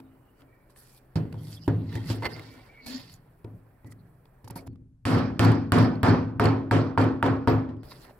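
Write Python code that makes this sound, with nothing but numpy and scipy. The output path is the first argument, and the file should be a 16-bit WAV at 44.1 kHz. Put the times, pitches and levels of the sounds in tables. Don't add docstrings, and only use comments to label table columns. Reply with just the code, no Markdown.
import sys
import numpy as np
from scipy import signal
from scipy.io import wavfile
from scipy.ndimage import uniform_filter1d

SR = 44100
rng = np.random.default_rng(int(sys.argv[2]) if len(sys.argv) > 2 else 0)


def persist_wave(psi):
    counts = np.round(np.clip(psi, -1, 1) * 32767).astype(np.int16)
    wavfile.write(sys.argv[1], SR, np.atleast_2d(counts).T)


def natural_amplitude(level_db):
    exponent = np.asarray(level_db, float) / 20
    return 10 ** exponent


N = 361176

CUTS_S = [0, 4.677, 7.833, 8.19]

# (time [s], ring [dB], bench [dB], air [dB], limiter duck [dB])
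BLOWS = [
    (5.053, -10.5, -20, -26, 14.5),
    (5.394, -7.5, -15.5, -25.5, 9),
    (5.7204, -7, -14.5, -26.5, 9),
    (6.031, -5, -15.5, -29, 7.5),
    (6.397, -8, -16, -31.5, 7.5),
    (6.711, -10, -15.5, -30, 5.5),
    (6.976, -8.5, -15.5, -35, 4.5),
    (7.227, -9.5, -18.5, -37.5, 5.5),
    (7.4742, -9, -14, -36.5, 1.5),
]
# (time before cut [s], ring [dB], bench [dB], air [dB], bench pitch [Hz])
EARLIER = [
    (0.27, -27, -23, -63, 260),
    (0.21, -43, -13.5, -48.5, 40),
]
# (time [s], ring [dB], bench [dB], air [dB])
KNOCKS = [(1.156, -25.5, -23, -32), (1.34, -40, -41, -78), (1.678, -20.5, -20.5, -38.5),
          (1.953, -43, -26.5, -34), (2.1, -28.5, -25.5, -28), (2.222, -21.5, -38.5, -50),
          (2.364, -49, -48, -41), (3.444, -42, -37.5, -100), (3.846, -60, -38.5, -75),
          (4.443, -52.5, -41.5, -49), (4.5, -41.5, -45, -46), (4.558, -29, -43.5, -106),
          (4.666, -42, -41, -73), (6.356, -72, -32, -88), (6.453, -52.5, -27.5, -28),
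          (7.689, -42.5, -40.5, -54.5)]
# (time [s], ring [dB], bench [dB], air [dB])
EDGE_KNOCKS = [
    (0.418, -58, -50.5, -72),
    (2.861, -47, -41, -44.5),
    (6.441, -48, -36, -69),
    (7.263, -67, -50, -48),
]
MALLET_SPOT_HZ, BENCH_MIDDLE_HZ, BENCH_EDGE_HZ = 181.4, 98.2, 380


def knocks(bands):
    blows, small = np.zeros((2, N)), np.zeros((2, N))
    for s, ring_db, bench_db, air_db, duck_db in BLOWS:
        levels_db = ring_db + duck_db, bench_db + duck_db, air_db + duck_db
        add_knock(blows, bands, round(s * SR), 0, *levels_db, MALLET_SPOT_HZ, hard=True)
    for cut_s, (age_s, *touch) in zip(CUTS_S, EARLIER):
        add_knock(small, bands, round(cut_s * SR), age_s, *touch, hard=True)
    for rows, pitch_hz in (KNOCKS, BENCH_MIDDLE_HZ), (EDGE_KNOCKS, BENCH_EDGE_HZ):
        for s, *touch in rows:
            add_knock(small, bands, round(s * SR), 0, *touch, pitch_hz, hard=False)
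    return blows * limiter() + small + cracks()


RECOVERY_DB_PER_S, OVERSHOOT, OVERSHOOT_S = 102.5, 0.48, 0.054


def limiter():
    t = np.arange(N) / SR
    duck_db = np.zeros(N)
    for s, *_, depth_db in BLOWS:
        since = np.maximum(t - s, 0)
        steady_db = np.maximum(depth_db - RECOVERY_DB_PER_S * since, 0)
        overshoot_db = OVERSHOOT * depth_db * np.exp(-since / OVERSHOOT_S)
        duck_db = np.where(t >= s, steady_db + overshoot_db, duck_db)
    return natural_amplitude(-duck_db)


def add_knock(out, bands, start, age_s, ring_db, bench_db, air_db, pitch_hz, hard):
    later_cuts = [round(c * SR) for c in CUTS_S if c * SR > start + 1]
    end = min(later_cuts + [N, start + round((.9 if hard else .6) * SR)])
    t = age_s + np.arange(end - start) / SR
    on_strip = hard and CUTS_S[1] < start / SR < STRIP_BLOWS_END_S
    out[:, start:end] += bench_ring(t, ring_db, bench_db, pitch_hz, hard, on_strip)
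    add_shop_tail(out, bands, start, t, ring_db, bench_db, air_db, hard)


# (frequency [Hz], level [dB], T60 [s], left lead [rad], boost when strip is struck [dB])
BENCH = [(95, -10.5, 0.26, 0.27, 12), (108.18, 0.5, 0.79, 0.17, 3), (118, -10.5, 1.2, 0.3, 3),
         (154.2, -11.5, 1.3, 0.31, 0.5), (171.6, -20.5, 0.97, 0.32, 12.5), (210.8, -21, 1.02, 0.56, 5.5),
         (243.8, -10.5, 0.62, 0.52, 8.5), (266.6, -3, 0.81, 0.34, -1), (319, -19.5, 1.1, 0.61, -6),
         (368, -23.5, 0.66, 0.42, 8.5), (429, -13.5, 0.32, 0.34, -12), (488.3, -21, 0.58, 0.2, -2.5),
         (555, -21.5, 0.34, 0.5, -7), (707, -18.5, 0.27, 0.44, -4), (926, -11, 0.07, 0.27, -11.5)]
# (frequency [Hz], level [dB], T60 [s], left lead [rad], boost when strip is struck [dB])
WORK = [(1030, -41.5, 0.26, 3.9, 2), (1113, -31, 0.5, 0.75, -8.5), (1315, -31.5, 0.37, 1.0, -2.5),
        (1520, -39, 0.57, 0.77, 1.5), (1760, -41.5, 0.3, 0.54, 8.5), (2080, -45, 0.3, 1.2, -6.5),
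        (2370, -47, 0.16, 1, -7), (4400, -52.5, 0.37, 0.9, 2.5), (4780, -45.5, 0.27, 0.53, 5.5)]
LANDING_S, LANDING_DB, LANDING_HZ = .118, -9, 200
STRIP_BLOWS_END_S = 6.2
BENCH_LEAN_DB = 0.6
SWING_UP_S = 0.0011


def bench_ring(t, ring_db, bench_db, pitch_hz, hard, on_strip):
    out = np.zeros((2, len(t)))
    landed = natural_amplitude(hard * LANDING_DB * np.clip((t - LANDING_S) / 0.011, 0, 1))
    rise = 1 - np.exp(-t / SWING_UP_S)
    lean = natural_amplitude([[BENCH_LEAN_DB / 2], [-BENCH_LEAN_DB / 2]])
    for hz, level_db, t60, lead, strip_db in BENCH + (WORK if hard else []):
        vary_db, vary_pitch, vary_phase = rng.standard_normal(3)
        lift_db = at_hz([(300, bench_db), (900, ring_db + 4.5)], hz)
        level = natural_amplitude(lift_db + level_db + on_strip * strip_db + vary_db) * near(hz, pitch_hz, 5.0 if hz < 400 else 0)
        phase = np.array([[lead], [0]]) + (hz > 1000) * 2 * vary_phase
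        swing = np.sin(2 * np.pi * hz * (1 + 0.00734 * vary_pitch) * t + phase)
        mode = level * swing * natural_amplitude(-60 * t / t60)
        out += mode * rise * lean * (landed if hz < LANDING_HZ else 1)
    return out


# (frequency [Hz], level [dB per Hz])
SHOP = [(29, -48.5), (50, -20), (101, 0), (193, -11), (264, 3), (398, -8.5), (483, -14), (1300, -27.5),
        (3330, -47), (4450, -50.5), (5100, -44.5), (6240, -46), (12900, -46), (16000, -55)]
# (frequency [Hz], T60 [s])
SHOP_T60 = [(60, 0.95), (300, 0.6), (1100, 0.47), (3000, 0.38), (5000, .4), (6500, 0.25), (10000, .24),
            (15000, 0.24)]
SHOP_RISE_S = 0.00037


def add_shop_tail(out, bands, start, t, ring_db, bench_db, air_db, hard):
    lift = [(250, bench_db - 10.5), (1000, ring_db - 0.5), (6000, air_db + 27.0), (14000, 1.66 * air_db + 21.0)]
    for hz, band in bands:
        t60 = at_hz(SHOP_T60, hz) * (1 if hard else at_hz([(300, 0.99), (3000, 0.26)], hz))
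        heard = t[:round(1.2 * t60 * SR)]
        decay = natural_amplitude(-60 * heard / t60) - hard * np.exp(-heard / SHOP_RISE_S)
        span = slice(start, start + len(heard))
        out[:, span] += natural_amplitude(at_hz(lift, hz) + at_hz(SHOP, hz) + 19.5) * decay * band[:, span]


TICK_SHARED = .4


def cracks():
    out, t = np.zeros((2, N)), np.arange(6000) / SR
    rows = contacts()
    ticks = signal.lfilter([.42], [1, -.68], rng.standard_normal((len(rows), 2, 6000)))
    for (s, db, hz, t60, tick_db), tick in zip(rows, ticks):
        body = sum(level * np.sin(2 * np.pi * ratio * hz * t) for ratio, level in [(1, 1), (1.7, .25), (.67, .3)])
        swell = np.minimum(t * hz / 0.57, 1) ** 2
        noise = natural_amplitude(tick_db - 60 * t / (1.01 * t60)) * (tick + TICK_SHARED * tick[0])
        snap = body * swell * natural_amplitude(-60 * t / t60) + noise
        part = out[:, round(s * SR):][:, :6000]
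        part += natural_amplitude(db + 5.5) * snap[:, :part.shape[1]]
    return out * natural_amplitude([[-1.5], [1.5]])


# (peak [dB], pitch [Hz], tick over peak [dB], ring [cycles])
SMACKS = [
    (-6, 2300, -18, 2.8),
    (2, 2500, -11, 2.6),
    (-6.5, 1200, -5.5, 7.1),
    (-18, 1400, -3.5, 15),
    (-8, 1240, -18, 9.7),
    (-8.5, 1510, -15.5, 7.6),
    (2, 1060, -29.5, 3.4),
    (-5.5, 1300, -19.5, 8),
    (-6.5, 1100, -22.5, 5.5),
]
# (time [s], peak [dB], tick over peak [dB])
TAPS = [(1.158, -48, -19), (1.342, -46, -5), (1.678, -25.5, -19), (2.224, -56, 14), (3.445, -52.5, 0.5),
        (3.846, -50.5, -12), (4.255, -59, 2.5), (4.443, -49, -15), (4.476, -37.5, -11), (4.502, -39, -23),
        (4.56, -41, -22), (4.668, -63, -13), (7.691, -55.5, -18), (8.094, -45, -21)]
# (time [s], peak [dB], pitch [Hz], tick over peak [dB])
CLICKS = [(.001, -54, 885, 6), (1.443, -66, 2360, 4), (1.4697, -53, 4640, 5), (1.5276, -43, 4780, -14),
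          (1.9267, -44, 1770, -1), (2.0406, -50, 1890, -1), (2.3943, -39, 2120, -2), (3.096, -49, 4400, -1),
          (3.139, -42, 6830, -22), (7.014, -37, 4400, -14), (7.919, -42, 1020, -5), (8.049, -51, 985, 4),
          (4.731, -76, 9000, 6), (0.419, -58.5, 1150, 3), (0.698, -55, 1030, -8), (0.761, -56, 1760, 0),
          (1.326, -65, 1840, 22), (1.954, -36.5, 1830, -3), (2.101, -36, 4600, -16), (2.317, -76, 2130, -3),
          (2.3625, -40.5, 2090, -14), (2.8634, -46, 2280, -4), (3.922, -51, 1950, -3),
          (4.757, -63.5, 1160, 0.5), (7.263, -38, 994, 2), (7.8322, -59, 4470, 8)]
# (time [s], peak [dB], pitch [Hz], tick over peak [dB])
HOPS = [(5.148, -49, 8500, 10), (5.186, -38.5, 3030, 2), (5.439, -51, 9000, 14.5), (5.4486, -30.5, 4400, 5),
        (5.518, -45.5, 8600, 10.5), (5.769, -48, 4300, -2), (5.785, -41.5, 9800, 13), (5.848, -40, 4300, 3),
        (5.955, -49, 4310, -4), (6.076, -44, 5200, -3), (6.085, -35, 4320, 0), (6.4412, -44, 3030, 13),
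        (6.982, -34, 4600, -9), (7.021, -50, 8700, 6), (7.041, -41, 3000, 3), (7.012, -36, 2600, -1),
        (7.2618, -38.5, 3530, 1), (5.8264, -40, 2610, 4), (7.767, -68, 2960, 3)]
# (time [s], peak [dB], pitch [Hz], ring T60 [s])
PINGS = [
    (6.094, -35, 4400, 0.036),
    (6.456, -27, 4400, 0.018),
    (6.486, -42, 4400, 0.065),
    (7.482, -32.5, 4730, 0.013),
    (7.491, -52, 12080, 0.24),
]
# (time [s], peak [dB], pitch [Hz], ring T60 [s])
THUDS = [
    (1.1572, -21.5, 159, 0.21),
    (1.6785, -13, 308, 0.03),
    (3.4468, -28, 342, 0.019),
    (4.504, -31.5, 157, 0.045),
    (4.5579, -31.5, 179, 0.037),
    (2.114, -22, 210, 0.016),
    (8.108, -41.5, 585, .02),
]
BLOCK_HZ, BLOCK_RING_S, CLICK_RING_S, HOP_RING_S = 864, 0.018, 0.021, 0.016
PING_TICK_DB, THUD_TICK_DB = -18, -26


def contacts():
    smacks = [(blow[0], db, hz, cycles / hz, tick_db) for blow, (db, hz, tick_db, cycles) in zip(BLOWS, SMACKS)]
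    taps = [(s, db, BLOCK_HZ, BLOCK_RING_S, tick_db) for s, db, tick_db in TAPS]
    clicks = [(s, db, hz, CLICK_RING_S, tick_db) for s, db, hz, tick_db in CLICKS]
    hops = [(s, db, hz, HOP_RING_S, tick_db) for s, db, hz, tick_db in HOPS]
    pings = [(*row, PING_TICK_DB) for row in PINGS]
    thuds = [(*row, THUD_TICK_DB) for row in THUDS]
    return smacks + taps + clicks + hops + pings + thuds


# (peak time [s], rise [s], fall [s], hiss [dB], sizzle over hiss [dB])
BRUSHES = [(0.409, 0.15, 0.048, -83, 16), (.704, 0.023, 0.057, -68.5, 11), (.772, 0.032, 0.4, -72, 22),
           (.978, 0.4, 0.041, -65.5, 12.5), (1.544, 0.33, 0.083, -55, 7.5), (1.668, 0.14, 0.016, -66, 13),
           (1.7, .011, 0.54, -73, -3), (1.948, 0.2, 0.4, -56.5, -3), (2.108, 0.11, 0.13, -42, -1),
           (2.262, 0.21, 0.018, -55, -8), (2.3, 0.018, 0.91, -57, -16), (2.518, 0.33, 0.32, -69.5, 8),
           (2.863, 0.0074, 0.31, -46, 4), (2.924, 0.15, 0.34, -45, -11), (3.134, 0.22, 0.082, -63, 10.5),
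           (3.87, .02, 0.032, -73.5, 20), (3.923, 0.04, 0.017, -64.5, 17.5),
           (4.446, 0.0045, 0.013, -64, 17), (4.507, 0.0054, .014, -55.5, 18.5),
           (4.479, 0.0056, 0.022, -60, 18), (4.557, 0.0054, 0.11, -57.5, 15),
           (4.674, 0.023, 0.0018, -59, 12.5), (7.847, 0.022, 0.091, -60.5, -0.5),
           (7.912, 0.1, 0.2, -57.5, 2.5), (8.039, 0.22, 0.14, -60.5, 2)]
# (peak time [s], rise [s], fall [s], level [dB])
SLIDES = [(.41, 0.074, 0.067, -56), (.772, .05, 0.9, -62), (1.2, 0.012, 0.23, -48), (1.544, 1, 0.44, -57.5),
          (1.7, 0.012, 0.5, -49), (1.956, 0.24, 0.25, -42.5), (2.108, 0.29, 0.39, -40),
          (2.262, 0.058, 0.04, -22.5), (2.284, 0.021, 0.65, -39.5), (2.55, 0.091, 0.99, -50.5),
          (2.924, 0.23, 0.3, -41.5), (3.03, 0.11, 0.66, -57), (4.557, 0.0048, 0.13, -46),
          (7.911, 0.011, 0.1, -47.5), (8.101, 0.54, 0.047, -52.5)]
# (peak time [s], rise [s], fall [s], level [dB])
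SHUDDERS = [(1.2, 0.012, 1, -22.5), (1.7, 0.012, 0.84, -18.5), (1.95, 0.11, 0.1, -26),
            (2.108, 0.21, 0.11, -21.5), (2.262, 0.13, 0.19, -52), (3.016, 0.24, 1, -43.5),
            (3.54, 0.014, 0.099, -31), (3.844, 0.0077, 1, -41.5), (4.562, 0.011, 0.12, -30),
            (4.676, .1, .002, -45), (7.835, 0.0018, 0.14, -50), (8.101, 0.04, 0.1, -53.5)]
# (frequency [Hz], level [dB per Hz])
SIZZLE = [(3880, -26.5), (6600, -5), (7380, -9), (13000, -1), (15200, -18), (16000, -21)]
# (frequency [Hz], width [Hz], level [dB])
STRIP = [(644, 60, -26), (900, 150, -9.5), (1480, 80, -7), (1840, 42, -0.5), (2055, 14, 3), (2670, 110, -7),
         (4400, 32, -1.5), (6520, 240, -32.5)]
# (middle time [s], half length [s], pitch [Hz], level [dB])
PATCHES = [(7.93, 0.1, 4900, -64), (8.05, 0.05, 4100, -67), (7.92, 0.014, 3900, -55),
           (3.87, .01, 4500, -76), (4, 0.014, 4300, -73), (1.395, 0.027, 3200, -65),
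           (.95, 0.046, 2380, -68), (1.7, 0.017, 3000, -64), (1.657, .025, 2960, -61),
           (1.97, 0.028, 3660, -56), (1.63, 0.021, 4960, -50), (1.976, 0.016, 1860, -47),
           (1.978, 0.034, 895, -46.5), (2.34, 0.012, 4800, -41), (2.8, 0.021, 2070, -54),
           (2.56, 0.088, 260, -58), (2.95, 0.049, 6700, -49), (2.89, 0.05, 4300, -49),
           (2.925, 0.059, 250, -38), (3.05, 0.039, 4650, -59), (3.88, 0.046, 1940, -64),
           (4.59, 0.013, 2240, -51.5)]
# (middle time [s], half length [s], pitch [Hz], level [dB])
WHISPERS = [(4.704, .03, 4400, -84), (0.074, 0.044, 3720, -83), (0.117, .07, 2900, -82),
            (0.32, 0.11, 2880, -78), (.4, .025, 4720, -82), (0.524, 0.086, 2290, -72),
            (.57, 0.071, 1880, -70), (0.652, 0.042, 2300, -80), (1.575, 0.0095, 3420, -49),
            (1.928, 0.082, 3980, -66), (1.988, 0.033, 3220, -58), (2.07, 0.01, 2010, -52),
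            (2.33, 0.075, 2080, -57), (2.898, .025, 1730, -51), (2.978, 0.023, 1880, -55),
            (2.92, .04, 3180, -68)]
PATCH_WIDTH, WHISPER_WIDTH = 0.089, 0.04


def rubbing():
    hiss, wood, rumble = strokes([row[:-1] for row in BRUSHES]), strokes(SLIDES), strokes(SHUDDERS)
    sizzle = strokes([(*when, db + over_db) for *when, db, over_db in BRUSHES])
    bands = list(noise_bands(4.25, 3.2))
    grit = shaped(bands, [(300, 2.5), (700, -8.0), (2500, -18.5), (8000, -24.0)])
    skin = shaped(bands, [(1800, -25.0), (2600, -8.5), (4500, 3.0), (6000, 9.5), (7500, -32.0)])
    strip = .5 * grit + sum(natural_amplitude(db + 6.5) * resonate(grit, hz, 2.65 * width) for hz, width, db in STRIP)
    shake = 0
    for hz, db, *_ in BENCH[:9]:
        mode = rms_one(resonate(grit[0] + grit[1], hz, 4.6))
        shake = shake + near(hz, 141.0, 32.0) * natural_amplitude(0.39 * db) * mode
    out = hiss * natural_amplitude(2.5) * skin + sizzle * shaped(bands, SIZZLE)
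    out = out + wood * natural_amplitude(-2.5) * rms_one(strip) + rumble * natural_amplitude(-3.0) * shake
    return out + patches(grit, PATCHES, PATCH_WIDTH) + patches(grit, WHISPERS, WHISPER_WIDTH)


STROKE_CURVE = 3.1


def strokes(rows):
    t = np.arange(0, N, 20) / SR
    power = 0
    for s, rise, fall, db in rows:
        ramp = np.interp(t, [s - rise, s, s + fall], [0, 1, 0])
        power = power + (natural_amplitude(db) * ramp ** STROKE_CURVE) ** 2
    return np.interp(np.arange(N) / SR, t, np.sqrt(power))


def patches(grit, rows, share):
    out, t = np.zeros((2, N)), np.arange(N) / SR
    for s, half, hz, db in rows:
        span = slice(max(round((s - 3 * half) * SR), 0), round((s + 3 * half) * SR))
        tone = rms_one(resonate(resonate(grit[:, span], hz, share * hz), hz, 4.5 * share * hz))
        out[:, span] += natural_amplitude(db) * tone * np.exp(-((t[span] - s) / half) ** 2)
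    return out


# (time [s], peak [dB])
SLIPS = [
    (2.2308, -27.5),
    (2.2338, -22),
    (2.2464, -20.5),
    (2.2543, -10.5),
    (2.2548, -31.5),
    (2.2634, -15.5),
    (2.2674, -39.5),
]


def judder():
    jolts = np.full(N, 1e-18)
    for s, db in SLIPS:
        jolts[round(s * SR)] = natural_amplitude(db + 24.0)
    out = np.zeros(N)
    for hz, width, db in STRIP:
        out += natural_amplitude(db + rng.normal(0, 1)) * resonate(jolts, hz, 2.2 * width) * 40 / width
    return out


# (time [s], pitch [Hz], level [dB])
SQUEAKS = [
    [(2.44, 2240, -75), (2.47, 2255, -60), (2.5, 2280, -59), (2.55, 2310, -65), (2.58, 2230, -68),
     (2.61, 2290, -58), (2.64, 2340, -82)],
    [(2.67, 2254, -80), (2.7, 2270, -52), (2.715, 2370, -58), (2.76, 2303, -61), (2.8, 2264, -50),
     (2.83, 2205, -61), (2.87, 2260, -47), (2.895, 2190, -56), (2.92, 2200, -78)],
    [(2.69, 2240, -78), (2.72, 2110, -70), (2.75, 2206, -53), (2.79, 2160, -59), (2.81, 2090, -74)],
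]


def squeak():
    flutter = rms_one(signal.lfilter([1], [1, -.997], rng.standard_normal(N)))
    out = np.zeros(N)
    for rows in SQUEAKS:
        hz, level_db = in_time(rows, -120)
        out += natural_amplitude(level_db) * (1 + .3 * flutter) * np.sin(2 * np.pi * np.cumsum(hz) / SR)
    return out


# (air at start [dB], at end [dB], rumble below 200 Hz at start [dB], at end [dB])
SHOT_AIR = [
    (-52.5, -53.5, -57.5, -55.5),
    (-72, -95, -53, -71),
    (-42, -48.5, -41, -58),
]
# (frequency [Hz], level [dB per Hz])
FLOOR = [(12, -32), (20, 18), (38, -2), (60, -6), (127, -8), (182, -13.5), (399, -16), (472, -20.5),
         (574, -17.5), (1610, -28), (1910, -28), (2820, -50), (14300, -33.5), (16000, -37)]
# (frequency [Hz], level [dB])
HUM = [(48, -66.5), (129, -64), (264, -87), (576, -79.5)]


def floor(bands):
    ends = []
    for k, (air_start, air_end, rumble_start, rumble_end) in enumerate(SHOT_AIR):
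        ends.append((CUTS_S[k], air_start, rumble_start))
        ends.append((CUTS_S[k + 1] - 1 / SR, air_end, rumble_end))
    air, rumble = natural_amplitude(in_time(ends, -60))
    hum = sum(natural_amplitude(db + 55.5) * rms_one(resonate(rng.standard_normal(N), hz, 2.1)) for hz, db in HUM)
    noise = shaped(bands, FLOOR) + hum
    low = signal.sosfilt(signal.butter(3, 200, fs=SR, output="sos"), noise)
    high = signal.sosfilt(signal.butter(3, 200, "high", fs=SR, output="sos"), noise)
    return air * high + rumble * low


# (frequency [Hz], left-right correlation)
LIKENESS = [(60, 1), (250, 0.86), (700, 0.39), (2000, 0.45), (4500, 0.4), (8000, 0.1), (12000, 0.03)]
# (frequency [Hz], left minus right [dB])
LEAN = [(60, 0.5), (180, 1.5), (550, 1), (1650, -4.5), (4970, -2.5), (15000, 1.5)]
# (frequency [Hz], share of left-right difference)
WALL = [(300, 0.36), (1500, 0.09), (5000, 0.059), (9000, 0.32)]
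WALL_LAG_SAMPLES = 41
EDGES_HZ = 22 * 2 ** np.arange(0, 9.7, .4)
CENTRES_HZ = np.sqrt(EDGES_HZ[1:] * EDGES_HZ[:-1])


def noise_bands(spike_db, patchy_db):
    white = rng.standard_normal((2, 2, N))
    white = rms_one(white * natural_amplitude(spike_db * np.minimum(rng.exponential(size=N), 5)))
    knots = np.arange(0, N, 900)
    for k, hz in enumerate(CENTRES_HZ):
        band_pass = signal.butter(2, EDGES_HZ[k:k + 2], "band", fs=SR, output="sos")
        mid, side = signal.sosfilt(band_pass, white[k % 2])
        alike, wall = np.clip([at_hz(LIKENESS, hz), at_hz(WALL, hz)], -.9, .99)
        side = wall * np.roll(mid, WALL_LAG_SAMPLES) + np.sqrt(1 - wall ** 2) * side
        both = np.sqrt(1 + alike) * mid + np.sqrt(1 - alike) * side * np.array([[1], [-1]])
        flicker = np.interp(np.arange(N), knots, natural_amplitude(patchy_db * rng.standard_normal(len(knots))))
        yield hz, both * flicker * natural_amplitude(at_hz(LEAN, hz) * np.array([[.5], [-.5]]))


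def shaped(bands, spectrum):
    return rms_one(sum(natural_amplitude(at_hz(spectrum, hz)) * band for hz, band in bands))


def resonate(x, hz, width_hz):
    r = np.exp(-np.pi * width_hz / SR)
    zeros = np.array([1, 0, -1]) * (1 - r * r) / 2
    return signal.lfilter(zeros, [1, -2 * r * np.cos(2 * np.pi * hz / SR), r * r], x)


def near(hz, centre_hz, db_per_octave):
    return natural_amplitude(-db_per_octave * np.abs(np.log2(hz / np.maximum(centre_hz, 50))))


def at_hz(points, hz):
    table_hz, values = np.array(points).T
    return np.interp(np.log(hz), np.log(table_hz), values)


def in_time(rows, outside_db):
    s, *columns = np.transpose(rows)
    return np.array([np.interp(np.arange(N) / SR, s, c, outside_db, outside_db) for c in columns])


def rms_one(x):
    return x / np.sqrt(np.mean(x ** 2) + 1e-20)


# (frequency [Hz], level [dB per bin])
TREBLE_KEPT = [(11900, -140), (12100, -107), (13000, -100), (14000, -93), (15000, -86), (16000, -78),
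               (17000, -72)]
HOLE_SHARE, HOLE_FROM_DB, HOLE_TO_DB = .3, -82, -103
HISS_DB = -87.5


def starve(x):
    in_mallet_shot = np.digitize(np.arange(N) / SR, CUTS_S) == 2
    x = x + natural_amplitude(HISS_DB) * rng.standard_normal(x.shape) * in_mallet_shot
    hz, s, bins = signal.stft(x, SR, nperseg=1024)
    bins = bins[:, :512]
    power = np.mean(np.abs(bins.reshape(2, 64, 8, -1)) ** 2, axis=(0, 2))
    level_db = 10 * np.log10(uniform_filter1d(power, size=3, axis=1) + 1e-20)
    centres = hz[4:512:8].reshape(-1, 1)
    treble_db = np.median(level_db[18:34], axis=0)
    luck = np.repeat(rng.random((64, len(s) // 4 + 1)), 4, axis=1)[:, :len(s)]
    fading = (treble_db < HOLE_FROM_DB) & (treble_db > HOLE_TO_DB)
    holes = (luck < HOLE_SHARE) & (centres > 6000) & fading
    closed = np.cumsum(level_db < at_hz(TREBLE_KEPT, centres), axis=0) > 0
    mallet_gain = (1 - closed) * (1 - .92 * holes)
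    other_gain = (centres < 15800) | (level_db > -90)
    gain = np.where((s > CUTS_S[1]) & (s < CUTS_S[2]), mallet_gain, other_gain)
    return signal.istft(bins * np.repeat(gain, 8, axis=0), SR, nperseg=1024, nfft=1024)[1][:, :N]


def scene():
    air = list(noise_bands(0, 1.96))
    return knocks(air) + rubbing() + judder() * natural_amplitude([[-2], [2]]) + squeak() + floor(air)


def roll_off(x):
    return signal.sosfilt(signal.butter(12, 16790, fs=SR, output="sos"), x)


# (frequency [Hz], width [Hz])
NOTCHES = [
    (5450, 60),
    (6400, 400),
    (7250, 160),
]
SEAM_HZ, TREBLE_DB, PORT_LAG_SAMPLES = 5400, -5, 2


def record(dry):
    low = signal.sosfilt(signal.butter(6, SEAM_HZ, "low", fs=SR, output="sos"), dry)
    high = signal.sosfilt(signal.butter(6, SEAM_HZ, "high", fs=SR, output="sos"), dry)
    mix = np.array([low[0], np.roll(low[1], PORT_LAG_SAMPLES)]) + natural_amplitude(TREBLE_DB) * high
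    for hz, width in NOTCHES * 2:
        mix = mix - resonate(mix, hz, width)
    mix = signal.sosfilt(signal.butter(2, 45, "high", fs=SR, output="sos"), mix)
    mix = signal.sosfilt(signal.cheby2(10, 60, 17100, fs=SR, output="sos"), starve(mix))
    mix = 0.74 * np.tanh(mix / 0.85)
    return roll_off(mix)


dry = scene()
out = record(dry)
persist_wave(out)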